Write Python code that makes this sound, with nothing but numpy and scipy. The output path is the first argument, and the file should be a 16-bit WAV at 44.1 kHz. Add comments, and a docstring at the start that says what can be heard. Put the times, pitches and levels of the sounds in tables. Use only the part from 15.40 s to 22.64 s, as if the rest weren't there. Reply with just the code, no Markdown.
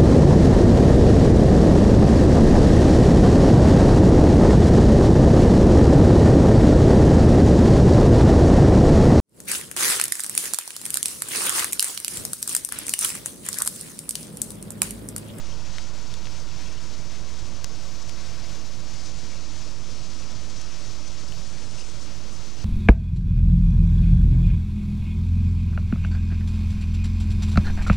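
"""A moored boat's diesel idles with a slow throb beside a faster generator, heard from a harbour pier. Their
firings pulse through exhaust and hull, while machinery clatters and whines, and narrow bands of noise swell and
fade. Ripples lap on calm water, and countless droplets of spray merge into a steady hiss off to the left.
Trapped bubbles plink, small contacts make dry ticks, and foam fizzes near the end. It all reaches two close
microphone openings, the bass leaning right and the rest leaning left."""
import sys
import numpy as np
from scipy import signal
from scipy.fft import rfft, irfft, next_fast_len
from scipy.io import wavfile
from scipy.ndimage import uniform_filter1d, map_coordinates

SR = 44100
rng = np.random.default_rng(int(sys.argv[2]) if len(sys.argv) > 2 else 0)


def log_audio(samples):
    """Write samples as a 16-bit WAV file to the path given in sys.argv[1]."""
    # one column per channel
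    frames = np.atleast_2d(samples).T
    # limit to full scale, then quantise
    limited = np.clip(frames, -1, 1)
    pcm = np.round(limited * 32767).astype(np.int16)
    wavfile.write(sys.argv[1], SR, pcm)


N = 319435
TIME = np.arange(N) / SR


def amp(db):
    """Turn decibels into a gain to multiply by."""
    return 10 ** (np.asarray(db) / 20)


def unit(x):
    """Scale a signal to an average (rms) level of 1."""
    return x / np.sqrt(np.mean(x ** 2) + 1e-20)


def along(points, hz):
    """Read between (Hz, value) points on a scale of octaves."""
    freqs, values = np.transpose(points)
    return np.interp(np.log(hz + 1), np.log(freqs + 1), values)


def wobble(rate):
    """A smooth curve through `rate` random values a second."""
    return map_coordinates(rng.standard_normal(int(N * rate / SR) + 4), [TIME * rate])


def swell(crest_s, length_s):
    """A smooth rise to 1 and back down."""
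    return np.exp(-(2 * (TIME - crest_s) / length_s) ** 2)


def filtered(x, response):
    """Change the level and phase of each frequency by response(hz)."""
    size = next_fast_len(N + SR // 2)
    return irfft(rfft(x, size) * response(np.fft.rfftfreq(size, 1 / SR)), size)[..., :N]


def coloured(x, colour):
    """Give x a tone colour of (Hz, dB) points, fading out above the last, at level 1."""
    top_hz = colour[-1][0]
    return unit(filtered(x, lambda hz: amp(along(colour, hz)) / (1 + (hz / top_hz / 2) ** 2)))


def resonances(modes, hz):
    """The response of something that rings at each (pitch, width, dB)."""
    return sum((-1) ** k * amp(db) * 1j * hz * width / (pitch ** 2 - hz ** 2 + 1j * hz * width)
               for k, (pitch, width, db) in enumerate(modes))


def noise(apart_db):
    """Stereo white noise; higher apart_db makes left and right less alike."""
    mid, side = rng.standard_normal((2, N))
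    return unit(np.array([mid + amp(apart_db) * side, mid - amp(apart_db) * side]))


def add(track, start_s, sound):
    """Mix a short sound into a track."""
    part = track[..., round(start_s * SR):][..., :sound.shape[-1]]
    part += sound[..., :part.shape[-1]]


def harmonics(cycles, table, smear):
    """The tones that make up one pulse a cycle; the hull smears the timing of the high ones."""
    return sum(np.sqrt(2) * amp(db) * np.cos(2 * np.pi * k * (cycles + smear * rng.uniform(-0.955, 1)))
               for k, db in table)


DIESEL_CYCLE_HZ, GENERATOR_CYCLE_HZ = 4.629, 9.39
# The strong exhaust tones of each engine. Each row: multiple of its cycle rate, level in dB.
DIESEL_TONES = [(4, -58), (6, -64.5), (7, -56), (9, -51.8), (11, -59), (12, -67), (14, -61.5), (15, -65),
                (16, -56.2), (20, -66), (22, -63.5), (23, -64), (24, -62.5), (25, -61), (27, -56.5),
                (28, -56), (29, -65), (32, -65), (36, -66), (37, -57.5), (38, -66), (39, -63.5), (44, -63),
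                (57, -63), (60, -68), (112, -71)]
GENERATOR_TONES = [(2, -58), (4, -58.5), (6, -61), (7, -68), (8, -56), (9, -63), (12, -62), (16, -65)]


def exhausts(cycles):
    """The diesel's exhaust throbs, and the generator beats slowly against it."""
    diesel = harmonics(cycles, DIESEL_TONES, smear=0.012)
    generator_cycles = GENERATOR_CYCLE_HZ * TIME + rng.random() + 0.0058 * wobble(1.59)
    generator = harmonics(generator_cycles, GENERATOR_TONES, smear=0.2)
    return amp(-0.38 + 1.1 * wobble(7)) * (diesel + generator)  # no two firings are equally strong


def knocking(cycles, repeat_share, apart_db):
    """Engine noise: one pattern of knocks returns every cycle, the rest is new each time."""
    pattern = rng.standard_normal(round(SR / DIESEL_CYCLE_HZ))
    repeated = pattern[(cycles % 1 * len(pattern)).astype(int) % len(pattern)]
    return np.sqrt(repeat_share) * repeated + np.sqrt(1 - repeat_share) * noise(apart_db)


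# The tone colours of the hull and the engine room. Each row: frequency in Hz, level in dB.
RUMBLE_COLOUR = [(12, -20), (28, -0.5), (58, -2.5), (95, -1.5), (118, 2), (165, -0.5), (193, -3.5),
                 (228, -1.5), (250, -8.5), (300, -2.5), (335, -4.5), (400, -11.5), (800, -38)]
CLATTER_COLOUR = [(250, -43), (440, 0), (500, 0), (585, 2), (720, -6), (950, -3), (1040, -4.5), (1110, -4),
                  (1220, -8), (1390, -5), (1520, -12.5), (3000, -23.5), (8000, -70)]


def rumble_and_clatter(cycles):
    """The hull rumbles and the engine room clatters, a little louder once every crank turn."""
    crank = np.cos(2 * np.pi * 2 * cycles)  # four-stroke: two crank turns a cycle
    rumble_db = -47 + 0.5 * crank + 0.96 * wobble(11)
    rumble = coloured(knocking(cycles, repeat_share=0.14, apart_db=-13.5), RUMBLE_COLOUR)
    clatter = coloured(knocking(cycles, repeat_share=0.17, apart_db=-20), CLATTER_COLOUR)
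    return amp(rumble_db) * rumble + amp(-52.5 + 0.15 * crank) * clatter


# The machinery's thin tones. Each row: pitch in Hz, level in dB.
WHINE_TONES = [(586, -78.5), (612, -69), (1103, -71.5)]


def whine():
    """Machinery sings a few faint, slightly wavering tones."""
    return sum(np.sqrt(2) * amp(db) * np.sin(2 * np.pi * hz * TIME + wobble(6))
               for hz, db in WHINE_TONES)


# Swells of narrow noise bands. Each row: loudest moment in seconds, level in dB, length in seconds, # pitch in
# Hz, width of the band in Hz.
BAND_SWELLS = [(.7, -60, 2.5, 960, 150), (.7, -61.5, 1.5, 1407, 160), (2.6, -61.5, 1.8, 1131, 120),
               (2.7, -61, 2.2, 680, 130), (2.9, -65.5, 1.6, 1550, 190), (5.4, -64.5, 4.7, 1283, 90)]


def swelling_bands():
    """Narrow bands of noise swell and fade, each in its own time."""
    track = np.zeros((2, N))
    for crest_s, db, length_s, pitch, width in BAND_SWELLS:
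        band = filtered(noise(apart_db=-19), lambda hz: resonances([(pitch, width, 0)], hz) ** 2)
        track += amp(db) * swell(crest_s, length_s) * unit(band)
    return track


def droplets(per_second, spread_db):
    """Tiny impacts at random moments, a few much larger than the rest."""
    size = amp(spread_db * np.minimum(rng.exponential(size=N), 4))
    return unit((rng.random(N) < per_second / SR) * size * rng.choice([-1, 1], N))


def patchy(x, depth_db):
    """Make random patches louder or softer, each some hundred Hz wide and about 0.1 s long."""
    spectra = signal.stft(x, nperseg=512)[2]
    patches = uniform_filter1d(rng.standard_normal(spectra.shape[1:]), size=9, axis=0)
    patches = uniform_filter1d(patches, size=14, axis=1)
    return signal.istft(spectra * amp(depth_db * unit(patches)), nperseg=512)[1][:, :N]


# The tone colours of low wash, bright hiss and fine mist. 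Each row: frequency in Hz, level in dB.
WASH_COLOUR = [(200, -13), (700, -1), (1100, -4), (1700, -2), (2600, -1), (3500, -2.5), (5000, -5),
               (9000, -36)]
HISS_COLOUR = [(900, -21), (2400, -10.5), (3500, -6), (4900, -1.5), (6000, 1), (7000, -5), (8200, -13),
               (10000, -29), (15000, -67)]
MIST_COLOUR = [(5000, -12), (7000, -0.5), (8300, -1), (10000, -7.5), (12000, -14), (14000, -17),
               (15200, -43)]
# How hard the spray flows. Each row: time in seconds, strength in dB.
SPRAY_FLOW = [(0.0, -48.5), (0.56, -48.5), (0.76, -48.5), (2.26, -48.5), (3.0, -48), (3.41, -48.5),
              (3.85, -45.5), (4.05, -46.5), (4.49, -47.5), (4.75, -47), (5.25, -47), (5.97, -47),
              (7.24, -48.5)]
# Ripples against the pier. Each row: loudest moment in seconds, rise in dB, length in seconds.
RIPPLE_LAPS = [(0.402, 2, 0.28), (1.26, 2.5, 0.39), (1.74, 3.5, 0.097), (2.994, 3, 0.41), (4.8, 1.5, 0.32),
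               (5.35, 2, 0.3)]


def ripples_and_spray():
    """Ripples lap in a soft wash; droplets merge into a hiss, with a mist that follows the same flow."""
    flow_db = np.interp(TIME, *np.transpose(SPRAY_FLOW))
    lap_db = sum(db * swell(crest_s, length_s) for crest_s, db, length_s in RIPPLE_LAPS)
    hiss_db = 0.25 + flow_db + 0.26 * lap_db  # each lap lifts the hiss a little too
    mist_db = -60.5 + 0.43 * (hiss_db - hiss_db.mean()) + 0.7 * wobble(22.02)
    flutter_db = 0.39 * wobble(16) + 0.7 * wobble(50)
    patter = amp(-10.5) * droplets(per_second=2000, spread_db=3.5)
    wash = coloured(patchy(noise(apart_db=-15) + patter, depth_db=1), WASH_COLOUR)
    hiss = coloured(patchy(noise(apart_db=-20) + patter, depth_db=0.64), HISS_COLOUR)
    mist = coloured(patchy(noise(apart_db=-20) + patter, depth_db=1), MIST_COLOUR)
    water = amp(-53 + lap_db) * wash + amp(hiss_db + 0.4 * wobble(7.4)) * hiss + amp(mist_db) * mist
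    return amp(flutter_db) * water


# Swells of the finest spray. Each row: loudest moment in seconds, level in dB, length in seconds.
SPARKLE_SWELLS = [(1.0, -75, 2.8), (2.58, -74, .45), (3.2, -71.5, .8), (5.95, -68, .14), (6.95, -74, 1.1)]
# Their tone colour. Each row: frequency in Hz, level in dB.
SPARKLE_COLOUR = [(8000, -22), (10500, -1), (13000, 0), (14200, -6), (15200, -39)]


def sparkle():
    """The finest spray brightens the top of the hiss in a few swells."""
    loudness = sum(amp(db) * swell(crest_s, length_s) for crest_s, db, length_s in SPARKLE_SWELLS)
    fine_spray = noise(apart_db=-13) + amp(-8) * droplets(per_second=820, spread_db=6)
    return loudness * amp(1.5 * wobble(8.3)) * coloured(fine_spray, SPARKLE_COLOUR)


def bubble(hz, ring_s):
    """A trapped bubble rings, rising slightly in pitch and fading by 60 dB in ring_s."""
    t = np.arange(SR // 20) / SR
    loudness = amp(-60 * t / ring_s) * (1 - np.exp(-t / 0.00081))
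    return loudness / loudness.max() * np.sin(2 * np.pi * hz * t * (1 + 2 * t))


# Drops that trap a bubble. Each row: start in seconds, level in dB, pitch in Hz, ring time in seconds.
BUBBLE_DROPS = [(0.124, -39, 3120, .014), (0.3835, -33, 3700, .009), (0.739, -35.5, 3520, .013),
                (1.115, -43, 2670, .018), (1.261, -43, 2700, .018), (1.289, -43, 2600, .02),
                (1.379, -41, 2990, .018), (2.694, -50, 2270, .016), (3.930, -44, 2200, .027),
                (3.954, -45, 2660, .03), (4.825, -47, 2540, .018), (5.922, -39, 2960, .016),
                (6.383, -39, 2740, 0.018), (6.393, -45, 2820, .018), (6.407, -38.5, 2630, .016),
                (6.413, -45, 2930, .018), (6.423, -45, 2860, .025), (6.439, -46, 2520, .025)]


def plinks():
    """A few clear drops, each with a small splash, among many faint bubbles."""
    track = np.zeros(N)
    for start_s, db, hz, ring_s in BUBBLE_DROPS:
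        ring = bubble(hz, ring_s)
        burst = rng.standard_normal(len(ring)) * np.abs(ring)
        splash = signal.fftconvolve(burst, bubble(hz, ring_s=0.0014))[:len(ring)]
        add(track, start_s, amp(db) * (ring + amp(-5) * splash / np.abs(splash).max()))
    for when, pitch, strength in rng.random(size=(300, 3)):  # the faint bubbles
        hz = 5700 * np.exp(0.5 * (pitch - 0.5))
        add(track, when * N / SR, amp(-47 + 5.5 * strength ** 3) * bubble(hz, ring_s=0.0058))
    return track


# Dry ticks. Each row: start in seconds, peak in dB, knock pitch in Hz, dB of knock over snap,
# crackle time in seconds, treble limit in Hz, dB of left over right.
DRY_TICKS = [(0.3835, -20.5, 2010, 4.5, 0.009, 6500, -.5), (0.74, -25, 4400, -11, 0.008, 9500, 0),
             (0.8557, -28, 2800, 9, .005, 5000, 1), (0.871, -26.5, 2030, 13, 0.0072, 5000, 0),
             (2.2441, -16, 1530, -3, 0.011, 17000, 2), (2.695, -26, 2420, -5, .005, 15000, 5),
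             (5.215, -29, 5900, 2, 0.007, 8000, 0), (5.923, -29, 2100, 3, .008, 13000, 2),
             (6.3125, -33, 3570, 0, .008, 8000, 0)]
# A tick's low knock. Each row: pitch and width as multiples of the knock pitch, level in dB.
KNOCK_RINGS = [(.66, 0.3, -2), (1, 0.27, 4), (1.65, 0.28, 2.5)]
# A tick's bright snap. Each row: pitch in Hz, width in Hz, level in dB.
SNAP_RINGS = [(3560, 1500, -4), (5100, 1600, 1), (6400, 1260, 2), (8100, 1500, -5), (10600, 2300, -12),
              (15300, 2000, -20)]


def ticks():
    """Small contacts: a sharp blow and a crackle ring very briefly; softer contacts are duller."""
    track, t = np.zeros((2, N)), np.arange(2048) / SR
    hz = np.fft.rfftfreq(len(t), 1 / SR)
    for start_s, db, knock_hz, knock_db, crackle_s, limit_hz, left_db in DRY_TICKS:
        blow = (t == 0) + 0.089 * rng.standard_normal(len(t)) * amp(-60 * t / crackle_s)
        dulling = 1 / (1 + np.sqrt(2) * 1j * hz / limit_hz - (hz / limit_hz) ** 2)
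        ringing = resonances(SNAP_RINGS, hz) - amp(knock_db) * resonances(KNOCK_RINGS, hz / knock_hz)
        tick = irfft(rfft(blow) * dulling * ringing)
        pan = amp([[left_db / 2], [-left_db / 2]])
        add(track, start_s, amp(db) * tick / np.abs(tick).max() * pan)
    return track


# Clumps of spray. Each row: loudest moment in seconds, level in dB, length in seconds.
SPATTER_CLUMPS = [(0.42, -51, .08), (1.002, -47, .016), (1.994, -45.5, .014), (2.627, -43, .012),
                  (2.689, -47, .012), (3.658, -45.5, .016), (4.185, -47, .022), (4.706, -45, .012),
                  (5.1, -44.5, .01), (5.176, -45.5, 0.015), (5.683, -43, .012), (5.884, -44, .012),
                  (6.402, -45, 0.043), (6.62, -47, 0.038)]
# Their tone colour. Each row: frequency in Hz, level in dB.
SPATTER_COLOUR = [(3000, -23), (4900, -0.5), (5950, 2.5), (7300, -8), (8500, -9), (11000, -31),
                  (14000, -50)]


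def spatters():
    """Clumps of droplets land together: brief puffs in the hiss, with no pitch."""
    loudness = sum(amp(db) * swell(crest_s, length_s) for crest_s, db, length_s in SPATTER_CLUMPS)
    patter = noise(apart_db=-20) + amp(-10) * droplets(per_second=1700, spread_db=5)
    return loudness * coloured(patter, SPATTER_COLOUR)


# Bursts of foam. Each row: start in seconds, end in seconds, level in dB.
FOAM_BURSTS = [(6.02, 6.68, -56.5), (6.9, 7.0, -52)]
# Their tone colour. Each row: frequency in Hz, level in dB.
FOAM_COLOUR = [(4000, -14), (7000, 0.5), (8500, -2), (10000, -11), (12000, -41)]


def foam_fizz(fade_s=0.038):
    """Foam fizzes up: a quick rise, a hold and a quick fall."""
    loudness = sum(amp(db) * np.clip(np.minimum(TIME - start_s, end_s - TIME) / fade_s, 0, 1)
                   for start_s, end_s, db in FOAM_BURSTS)
    foam = noise(apart_db=-15) + amp(-3) * droplets(per_second=1100, spread_db=8)
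    return amp(1.6 * wobble(42)) * loudness * coloured(foam, FOAM_COLOUR)


# Which side is louder. Each row: frequency in Hz, dB of left over right.
LEFT_LOUDER = [(60, -4.0), (110, -2.5), (200, -1), (380, 6.5), (700, 9), (1290, 7.0), (2380, 6.0),
               (4400, 6), (8120, 5), (15000, -1.5)]
# Which side is earlier. Each row: frequency in Hz, the left side's lead in radians.
LEFT_EARLIER = [(25, 0.14), (70, 0.37), (140, 0.67), (320, 0.93), (780, 0.3), (1120, 0), (16000, 0.11)]


def microphone_openings(sound):
    """The two openings differ in level and timing, differently at each frequency."""
    def response(hz):
        left = amp(along(LEFT_LOUDER, hz) / 2) * np.exp(1j * along(LEFT_EARLIER, hz) / 2)
        pair = np.array([left, 1 / left])
        return pair / np.abs(pair.mean(axis=0))
    return filtered(sound, response)


def scene():
    """Engines, water and ticks all reach the same two openings."""
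    first_throb_s = 0.084
    cycles = DIESEL_CYCLE_HZ * (TIME - first_throb_s) + 0.0018 * wobble(1.52)  # a slightly uneven idle
    boat = exhausts(cycles) + rumble_and_clatter(cycles) + whine() + swelling_bands()
    water = ripples_and_spray() + sparkle()
    brief_sounds = plinks() + ticks() + spatters() + foam_fizz()
    return microphone_openings(boat + water + brief_sounds)


# The tone colour of the microphones' own hiss. Each row: frequency in Hz, level in dB.
MIC_HISS_COLOUR = [(100, -4), (13500, 3), (15200, -25)]


def record(dry):
    """The microphones add a faint hiss; the highest treble is cut, and each side rests a bit off zero."""
    top_hz, left_offset, right_offset = 16300, 0.0037, 0.0707
    hissy = dry + amp(-74) * coloured(noise(apart_db=3), MIC_HISS_COLOUR)
    return filtered(hissy, lambda hz: hz < top_hz) + np.array([[left_offset], [right_offset]])


dry = scene()
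out = record(dry)
log_audio(out)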